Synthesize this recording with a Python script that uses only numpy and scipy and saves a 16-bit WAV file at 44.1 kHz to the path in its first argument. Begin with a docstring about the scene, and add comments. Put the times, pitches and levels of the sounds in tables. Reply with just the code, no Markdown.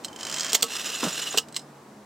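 """A quiet room, close to an old rotary telephone on which one digit is dialled.
A pawl ticks over its ratchet as the wheel is wound. The wheel clacks at the finger stop and again as it
is let go, whirs home against its governor with chirps and squeaks, then clacks and clicks to rest.
The contacts ring the metal dial, and the clacks also ring the case. Under it lie a few dull bumps,
outdoor air and a faint distant engine; a low hum swells at the end."""
import sys
import numpy as np
from scipy import signal
from scipy.fft import rfft, irfft
from scipy.io import wavfile
from scipy.ndimage import uniform_filter1d

SR = 44100
rng = np.random.default_rng(int(sys.argv[2]) if len(sys.argv) > 2 else 0)


def master(y):
    """Save y as 16-bit WAV."""
    cut = np.clip(np.atleast_2d(y).T, -1, 1)
    pcm = np.round(cut * 32767)  # scale
    wavfile.write(sys.argv[1], SR, pcm.astype(np.int16))


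N = 90404

# ringing modes of the metal dial (frequency [Hz], level [dB], t60 [s])
DIAL_MODES = [(2700, -9, .06), (3060, -7, .07), (3200, -5, .07), (3570, -10, .05), (4020, -7, .07),
              (4470, -8, .06), (5100, -2, .13), (5690, -8, .05), (6650, -9, .07), (7960, -3, .11),
              (8516, -7, .11)]


def amp(db):
    """Decibels to gain."""
    return 10 ** (np.asarray(db) / 20)


def clock():
    """Time of every sample, in seconds."""
    return np.arange(N) / SR


def curve(rows, column=1):
    """An automation curve: straight lines between points in time."""
    rows = np.array(rows)
    return np.interp(clock(), rows[:, 0], rows[:, column])


def over_bins(rows, column=1):
    """Spread a column of a frequency table over the FFT bins, on a log-frequency scale."""
    rows = np.array(rows)
    bin_hz = np.arange(N + 1) * SR / (2 * N)
    return np.interp(np.log(bin_hz + 1), np.log(rows[:, 0]), rows[:, column])


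def shape(x, gain):
    """Filter by a gain for each bin."""
    return irfft(rfft(x, 2 * N) * gain)[..., :N]


def colour(x, rows):
    """Minimum-phase EQ, so nothing sounds ahead of an attack; keeps the power of white noise."""
    gain = amp(over_bins(rows))
    gain /= np.sqrt(np.mean(gain ** 2))
    cepstrum = irfft(np.log(gain))
    cepstrum[1:N] *= 2
    cepstrum[N + 1:] = 0
    return shape(x, np.exp(rfft(cepstrum)))


def fade(t, t60):
    """Exponential decay, 60 dB down after t60 seconds."""
    return np.exp(-np.log(1000) * np.maximum(t, 0) / t60)


def ring(x, modes):
    """Drive a set of decaying modes; keeps the power of white noise."""
    t = clock()[:N // 4]
    response = sum(amp(db) * np.sin(2 * np.pi * hz * t) * fade(t, t60) / np.sqrt(t60)
                   for hz, db, t60 in modes)
    return shape(x, rfft(response / np.linalg.norm(response), 2 * N))


def diffuse(x, t60):
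    """A dense reverb tail made of decaying noise."""
    response = rng.standard_normal(N) * fade(clock(), t60)
    return shape(x, rfft(response / np.linalg.norm(response), 2 * N))


def blow(start, db, rise, t60):
    """Force envelope of one contact: a quick rise, then decay (times in seconds)."""
    t = clock() - start
    return amp(db) * np.clip(t / rise, 0, 1) * fade(t - rise, t60)


def tap(force):
    """The whole energy of a contact as one push at its peak."""
    return np.linalg.norm(force) * (np.arange(N) == np.argmax(force))


def drift(rate_hz):
    """Smooth random wander, spread near 1."""
    hold = int(SR / rate_hz)
    steps = np.repeat(rng.standard_normal(N // hold + 1), hold)
    return uniform_filter1d(steps, hold)[:N]


def chatter():
    """Even, very fast chatter of two hard surfaces in contact, rms 1."""
    return rng.choice([-1., 1.], N)


def grit(grains_per_s=4600, flurry_db=1.72):
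    """Dense tiny collisions of uneven size that come in brief flurries, rms 1."""
    hits = rng.random(N) < grains_per_s / SR
    size_db = np.minimum(rng.exponential(size=N), 5) + flurry_db * drift(rate_hz=200)
    grains = hits * rng.choice([-1, 1], N) * amp(size_db)
    return grains / np.std(grains)


def wavering_tone(hz, waver=0.029, rate_hz=600):
    """A sine of amplitude 1 whose pitch wanders by about the fraction `waver`."""
    pitch_hz = hz * (1 + waver * drift(rate_hz))
    return np.sin(2 * np.pi * np.cumsum(pitch_hz) / SR)


def outdoor_air(end_db=-49.5, fade_db_per_s=2.5):
    """A stereo bed of distant outdoor noise, slowly fading."""
    # tone of the air (frequency [Hz], relative level [dB])
    air_eq = [(25, -63), (50, -35), (75, -19.5), (110, -16.5), (160, -14.5), (220, -5), (330, -7),
              (550, -11.5), (900, -10.5), (1300, -17.5), (3000, -29.5), (8000, -31.5), (9000, -35.5),
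              (16000, -44)]
    # stereo width (frequency [Hz], side minus mid [dB])
    width = [(40, -4), (130, -20.5), (300, -22.5), (640, -9), (1400, -7.5), (8000, -4)]
    mid, side = colour(rng.standard_normal((2, N)), air_eq)
    side = shape(side, amp(over_bins(width)))
    level_db = end_db + fade_db_per_s * (N / SR - clock())
    return np.array([mid + side, mid - side]) * amp(level_db)


def engine_drone():
    """A distant engine swells and ebbs as its pitch sinks."""
    # course of the drone (time [s], pitch [Hz], rms level [dB])
    course = [(0, 160.6, -75), (.35, 157, -52.5), (.6, 155, -68.5), (1.2, 151, -55.5), (1.45, 147.7, -59.5),
              (1.68, 145.8, -55), (2.05, 130.3, -67)]
    tone = wavering_tone(curve(course), waver=0.0081, rate_hz=11.5)
    return np.sqrt(2) * tone * amp(curve(course, column=2))


def clicks():
    """Small metal parts click as the works take up or settle, leaving the dial ringing faintly."""
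    # light contacts (time [s], level [dB])
    contacts = [(0.038, -42), (0.0458, -25.5), (1.484, -43.5), (1.524, -44), (1.5437, -37.5), (1.556, -37),
                (1.5634, -20), (1.593, -39.5), (1.616, -51.5)]
    # tone of a click (frequency [Hz], relative level [dB])
    click_eq = [(710, -28), (1200, -6.5), (2080, -5.5), (2500, -8), (3050, 0), (3600, -5.5), (4050, 7.5),
                (4400, -3), (5470, -1), (7170, -4), (8200, 7), (9200, -19.5), (11600, -14), (16000, -22)]
    blows = [blow(start, db, rise=0.0011, t60=0.038) for start, db in contacts]
    snap = colour(chatter() * sum(blows), click_eq)
    return snap + amp(-10.5) * ring(sum(map(tap, blows)), DIAL_MODES)


def winding(rise_s=0.00059):
    """The pawl ticks faster as the wheel speeds up and pings at each fall, over the rub of the gears."""
    # the pawl falling over the ratchet teeth (time [s], level [dB])
    falls = [(0.082, -39), (0.129, -42.5), (0.1607, -35), (0.1886, -41), (0.2087, -31), (0.2301, -28),
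             (0.2504, -27.5), (0.268, -27), (0.2843, -41), (0.297, -27.5), (0.313, -30), (0.3248, -27.5),
             (0.3415, -23.5), (0.362, -28), (0.37, -28.5), (0.383, -26.5), (0.3957, -23), (0.407, -20.5),
             (0.414, -36.5), (0.4202, -32), (.4316, -25.5), (0.446, -23.5), (0.458, -31.5), (0.4647, -28),
             (.482, -31), (0.494, -26.5), (0.4994, -30), (0.507, -35), (.520, -25.5)]
    # the pawl's own note, rising as the spring tightens (time [s], pitch [Hz])
    pawl_note = [(.3, 3087), (.42, 3206)]
    # tone of a tick (frequency [Hz], relative level [dB])
    tick_eq = [(500, -26), (1500, -0.5), (2500, -8.5), (4000, 1.5), (6200, 2.5), (7300, 2), (8500, -1),
               (9100, -20.5), (10800, -15), (15500, -20)]
    # rubbing of the gears (time [s], level [dB])
    rub_levels = [(0, -68), (.15, -62.5), (.2, -45), (.29, -41.5), (.36, -36.5), (.43, -38), (.525, -37.5),
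                  (.575, -45), (.605, -43), (.625, -51)]
    # tone of the rub (frequency [Hz], relative level [dB])
    rub_eq = [(300, -21.5), (600, 3), (812, -8), (1030, 0.5), (2050, 0.5), (2470, -2.5), (3100, -0.5),
              (3500, -6), (6200, -0.5), (8500, -9), (9200, -18.5), (11000, -19), (15500, -23)]
    t = clock()
    ticks = chatter() * sum(blow(start, db, rise_s, t60=0.026) for start, db in falls)
    rub = grit() * amp(curve(rub_levels)) * (t < rub_levels[-1][0])
    pings = np.zeros(N)
    for start, tick_db in falls:
        hz = np.interp(start, *np.transpose(pawl_note))
        ping_db = -19 + 0.5 * tick_db  # the pings are more even than the ticks
        pings += blow(start, ping_db, rise_s, t60=0.048) * np.sin(2 * np.pi * hz * (t - start))
    dial = ring(amp(-15) * ticks + amp(-6) * rub, DIAL_MODES)
    return colour(ticks, tick_eq) + colour(rub, rub_eq) + pings + dial


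def clacks():
    """Hard blows on the finger stop, or drier ones inside the works, ring the dial and the case."""
    # the wheel striking and rattling at its stops
    # (time [s], level [dB], rise [s], t60 [s], send to the case [dB], part struck)
    strikes = [(0.531, -9.5, 0.00098, 0.0051, -29, "stop"), (.534, -23, 0.001, 0.043, -7.5, "stop"),
               (0.5437, -20.5, 0.0012, 0.044, -28, "stop"), (0.5457, -13, 0.00554, 0.037, -22.5, "stop"),
               (0.61, -31, 0.00031, 0.012, -6, "stop"), (0.6224, -18.5, 0.0024, 0.043, -32, "stop"),
               (.627, -13.5, 0.0013, 0.02, -12, "stop"), (0.638, -27, 0.00107, 0.047, -1.5, "stop"),
               (1.373, -16, 0.00082, 0.017, -6.5, "works"), (1.3755, -13, 0.0004, 0.02, -35, "works"),
               (1.3809, -13.5, 0.0022, 0.043, -22, "works")]
    # tone of the finger stop (frequency [Hz], relative level [dB])
    stop_eq = [(180, -42), (300, -15), (488, -12.5), (1310, -12), (1700, -18.5), (2030, -6.5), (2440, -10),
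               (3200, 1.5), (3700, -3), (4450, 2.5), (4930, -6.5), (5640, -1), (7380, 0), (8440, -1.5),
               (9330, -19), (11600, -9), (15700, -16), (16500, -41)]
    # tone of the works (frequency [Hz], relative level [dB])
    works_eq = [(180, -38), (462, -9), (814, -22), (1230, -11), (1400, -21.5), (1690, -9), (2200, -27),
                (2740, 1), (3000, 4), (3500, -7), (4910, -7), (5800, -6), (7200, -11), (8100, -5.5),
                (9240, -22.5), (11000, -19.5), (16000, -24)]
    # ringing modes of the case (frequency [Hz], level [dB], t60 [s])
    case_modes = [(265, -10.5, 0.11), (457.5, 1, 0.08), (706, -5, 0.038), (1127, -4, 0.12),
                  (1290, -3.5, 0.099)]
    out = np.zeros(N)
    for part, eq, dial_db in (("stop", stop_eq, -15), ("works", works_eq, -21)):
        blows = [(blow(start, db, rise, t60), amp(case_db))
                 for start, db, rise, t60, case_db, struck in strikes if struck == part]
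        force = chatter() * sum(push for push, _ in blows)
        shove = sum(tap(push) * send for push, send in blows)
        crack = colour(force + amp(-29) * diffuse(force, t60=0.088), eq)
        out += crack + amp(dial_db) * ring(force, DIAL_MODES) + ring(shove, case_modes)
    return out


def governor(turn_hz=20.87, tooth_hz=127):
    """The spinning brake whirs in its cup, pulsing with each turn and each gear tooth."""
    # rubbing of the brake on the way home (time [s], level [dB])
    rub_levels = [(.65, -42.5), (.70, -36), (.725, -31.5), (.815, -30.5), (.83, -35), (.86, -29.5),
                  (.918, -32.5), (.937, -30.5), (.975, -33.5), (1.02, -31.5), (1.045, -28), (1.12, -30.5),
                  (1.235, -32.5), (1.255, -36), (1.269, -28.5), (1.305, -36), (1.338, -31), (1.375, -38)]
    # tone of the whir (frequency [Hz], relative level [dB])
    whir_eq = [(240, -30.5), (400, -7), (595, -11.5), (942, -14.5), (1280, -5), (1960, -8), (2400, -11.5),
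               (2700, 2), (3050, -3), (3360, -4), (4090, -2.5), (4560, -13.5), (5100, -2.5), (5390, -15),
               (5730, -1.5), (6190, -9), (6700, -6), (7500, -9), (8280, -6), (9210, -20), (10600, -14),
               (15500, -27)]
    t = clock()
    wobble_db = 0.88 * np.cos(2 * np.pi * turn_hz * (t - 1.19))  # it runs slightly out of true
    tooth_phase = np.cumsum(tooth_hz * (1 + 0.032 * drift(rate_hz=7.2))) / SR % 1
    tooth_db = -0.75 - 3 * tooth_phase
    running = (t > rub_levels[0][0]) & (t < rub_levels[-1][0])
    rub = grit() * running * amp(curve(rub_levels) + wobble_db + tooth_db)
    return colour(rub, whir_eq) + amp(-16) * ring(rub, DIAL_MODES)


def cam_chirps(pulses=6, first_s=0.86, period_s=0.089):
    """The cam gives one high stick-slip chirp for each dialling pulse."""
    envelope = sum(blow(first_s + k * period_s, db=-29, rise=0.004, t60=0.068) for k in range(pulses))
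    return envelope * wavering_tone(hz=7040)


def brake_squeaks():
    """The brake catches now and then on the way home with a short stick-slip squeak."""
    # catches of the brake (time [s], level [dB])
    catches = [(.860, -39), (.930, -32), (1.146, -35), (1.218, -30), (1.266, -26.5)]
    envelope = sum(blow(start, db, rise=0.004, t60=0.11) for start, db in catches)
    return envelope * wavering_tone(hz=2960)


def bumps():
    """Soft knocks, each with a short low boom at its own pitch."""
    # dull knocks (time [s], level [dB], t60 [s], boom against knock [dB], boom pitch [Hz])
    knocks = [(1.028, -21.5, 0.063, -3, 236.6), (1.047, -26.5, 0.047, -4, 295),
              (1.062, -28.5, 0.034, 3, 185), (1.07, -32, 0.14, -9, 184), (1.3402, -26, 0.058, -5, 417),
              (1.484, -45, 0.038, 4.5, 257)]
    # tone of a knock (frequency [Hz], relative level [dB])
    knock_eq = [(60, -3), (130, -8), (240, -4), (500, -4), (800, -7.5), (1100, -12), (1450, -8.5),
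                (1800, -17.5), (3000, -40), (8000, -66)]
    force, booms = np.zeros((2, N))
    for start, db, t60, boom_db, hz in knocks:
        force += blow(start, db, rise=0.0025, t60=t60)
        tone = np.sin(2 * np.pi * hz * (clock() - start))
        booms += blow(start, db + boom_db, rise=0.0079, t60=0.085) * tone
    return colour(force * chatter(), knock_eq) + booms


def distant_hum():
    """A faint low hum swells in the distance at the end."""
    # swell of the hum (time [s], level [dB])
    swell = [(1.8, -74), (1.93, -50)]
    return wavering_tone(hz=208) * amp(curve(swell))


def bass_cut(x, low_cut_hz=150):
    """Takes out the deep bass below the cut."""
    return signal.sosfilt(signal.butter(4, low_cut_hz, "high", fs=SR, output="sos"), x)


def stereo_pickup(x):
    """The treble favours the right microphone port; nearby surfaces scatter differently to each."""
    # the two ports (frequency [Hz], left minus right [dB], left phase lead [rad])
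    ports = [(1200, -.7, 0), (2400, 0, 0), (4600, -.8, -.1), (6500, -3, -.5), (8300, -6, -1.05),
             (10000, -10, -2.4), (12600, -15, -5.3), (16000, -14, -6.1)]
    # nearby reflections (frequency [Hz], level against the direct sound [dB])
    scatter = [(100, -32), (380, -24), (700, -14), (1300, -19), (2000, -30), (3300, -29), (4400, -19),
               (8000, -11), (15000, -10)]
    left = amp(over_bins(ports)) * np.exp(1j * over_bins(ports, column=2))
    gains = np.array([left, np.ones(N + 1)])
    gains /= abs(gains.mean(axis=0))  # keeps the direct sound flat in mono
    near = np.array([shape(diffuse(x, t60=0.0071), amp(over_bins(scatter))) for _ in range(2)])
    room = amp(-16) * diffuse(x, t60=0.13)
    return shape(x + near + room, gains)


def scene():
    """The dial is wound, let go and runs home, close up over a faint distant bed."""
    close = winding() + clacks() + governor() + cam_chirps() + brake_squeaks() + clicks() + bumps()
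    return stereo_pickup(bass_cut(close)) + outdoor_air() + engine_drone() + distant_hum()


def record(dry):
    """A steep low-pass takes off the very top."""
    top_hz = 15900
    return signal.sosfilt(signal.ellip(8, .2, 70, top_hz, fs=SR, output="sos"), dry)


dry = scene()
out = record(dry)
master(out)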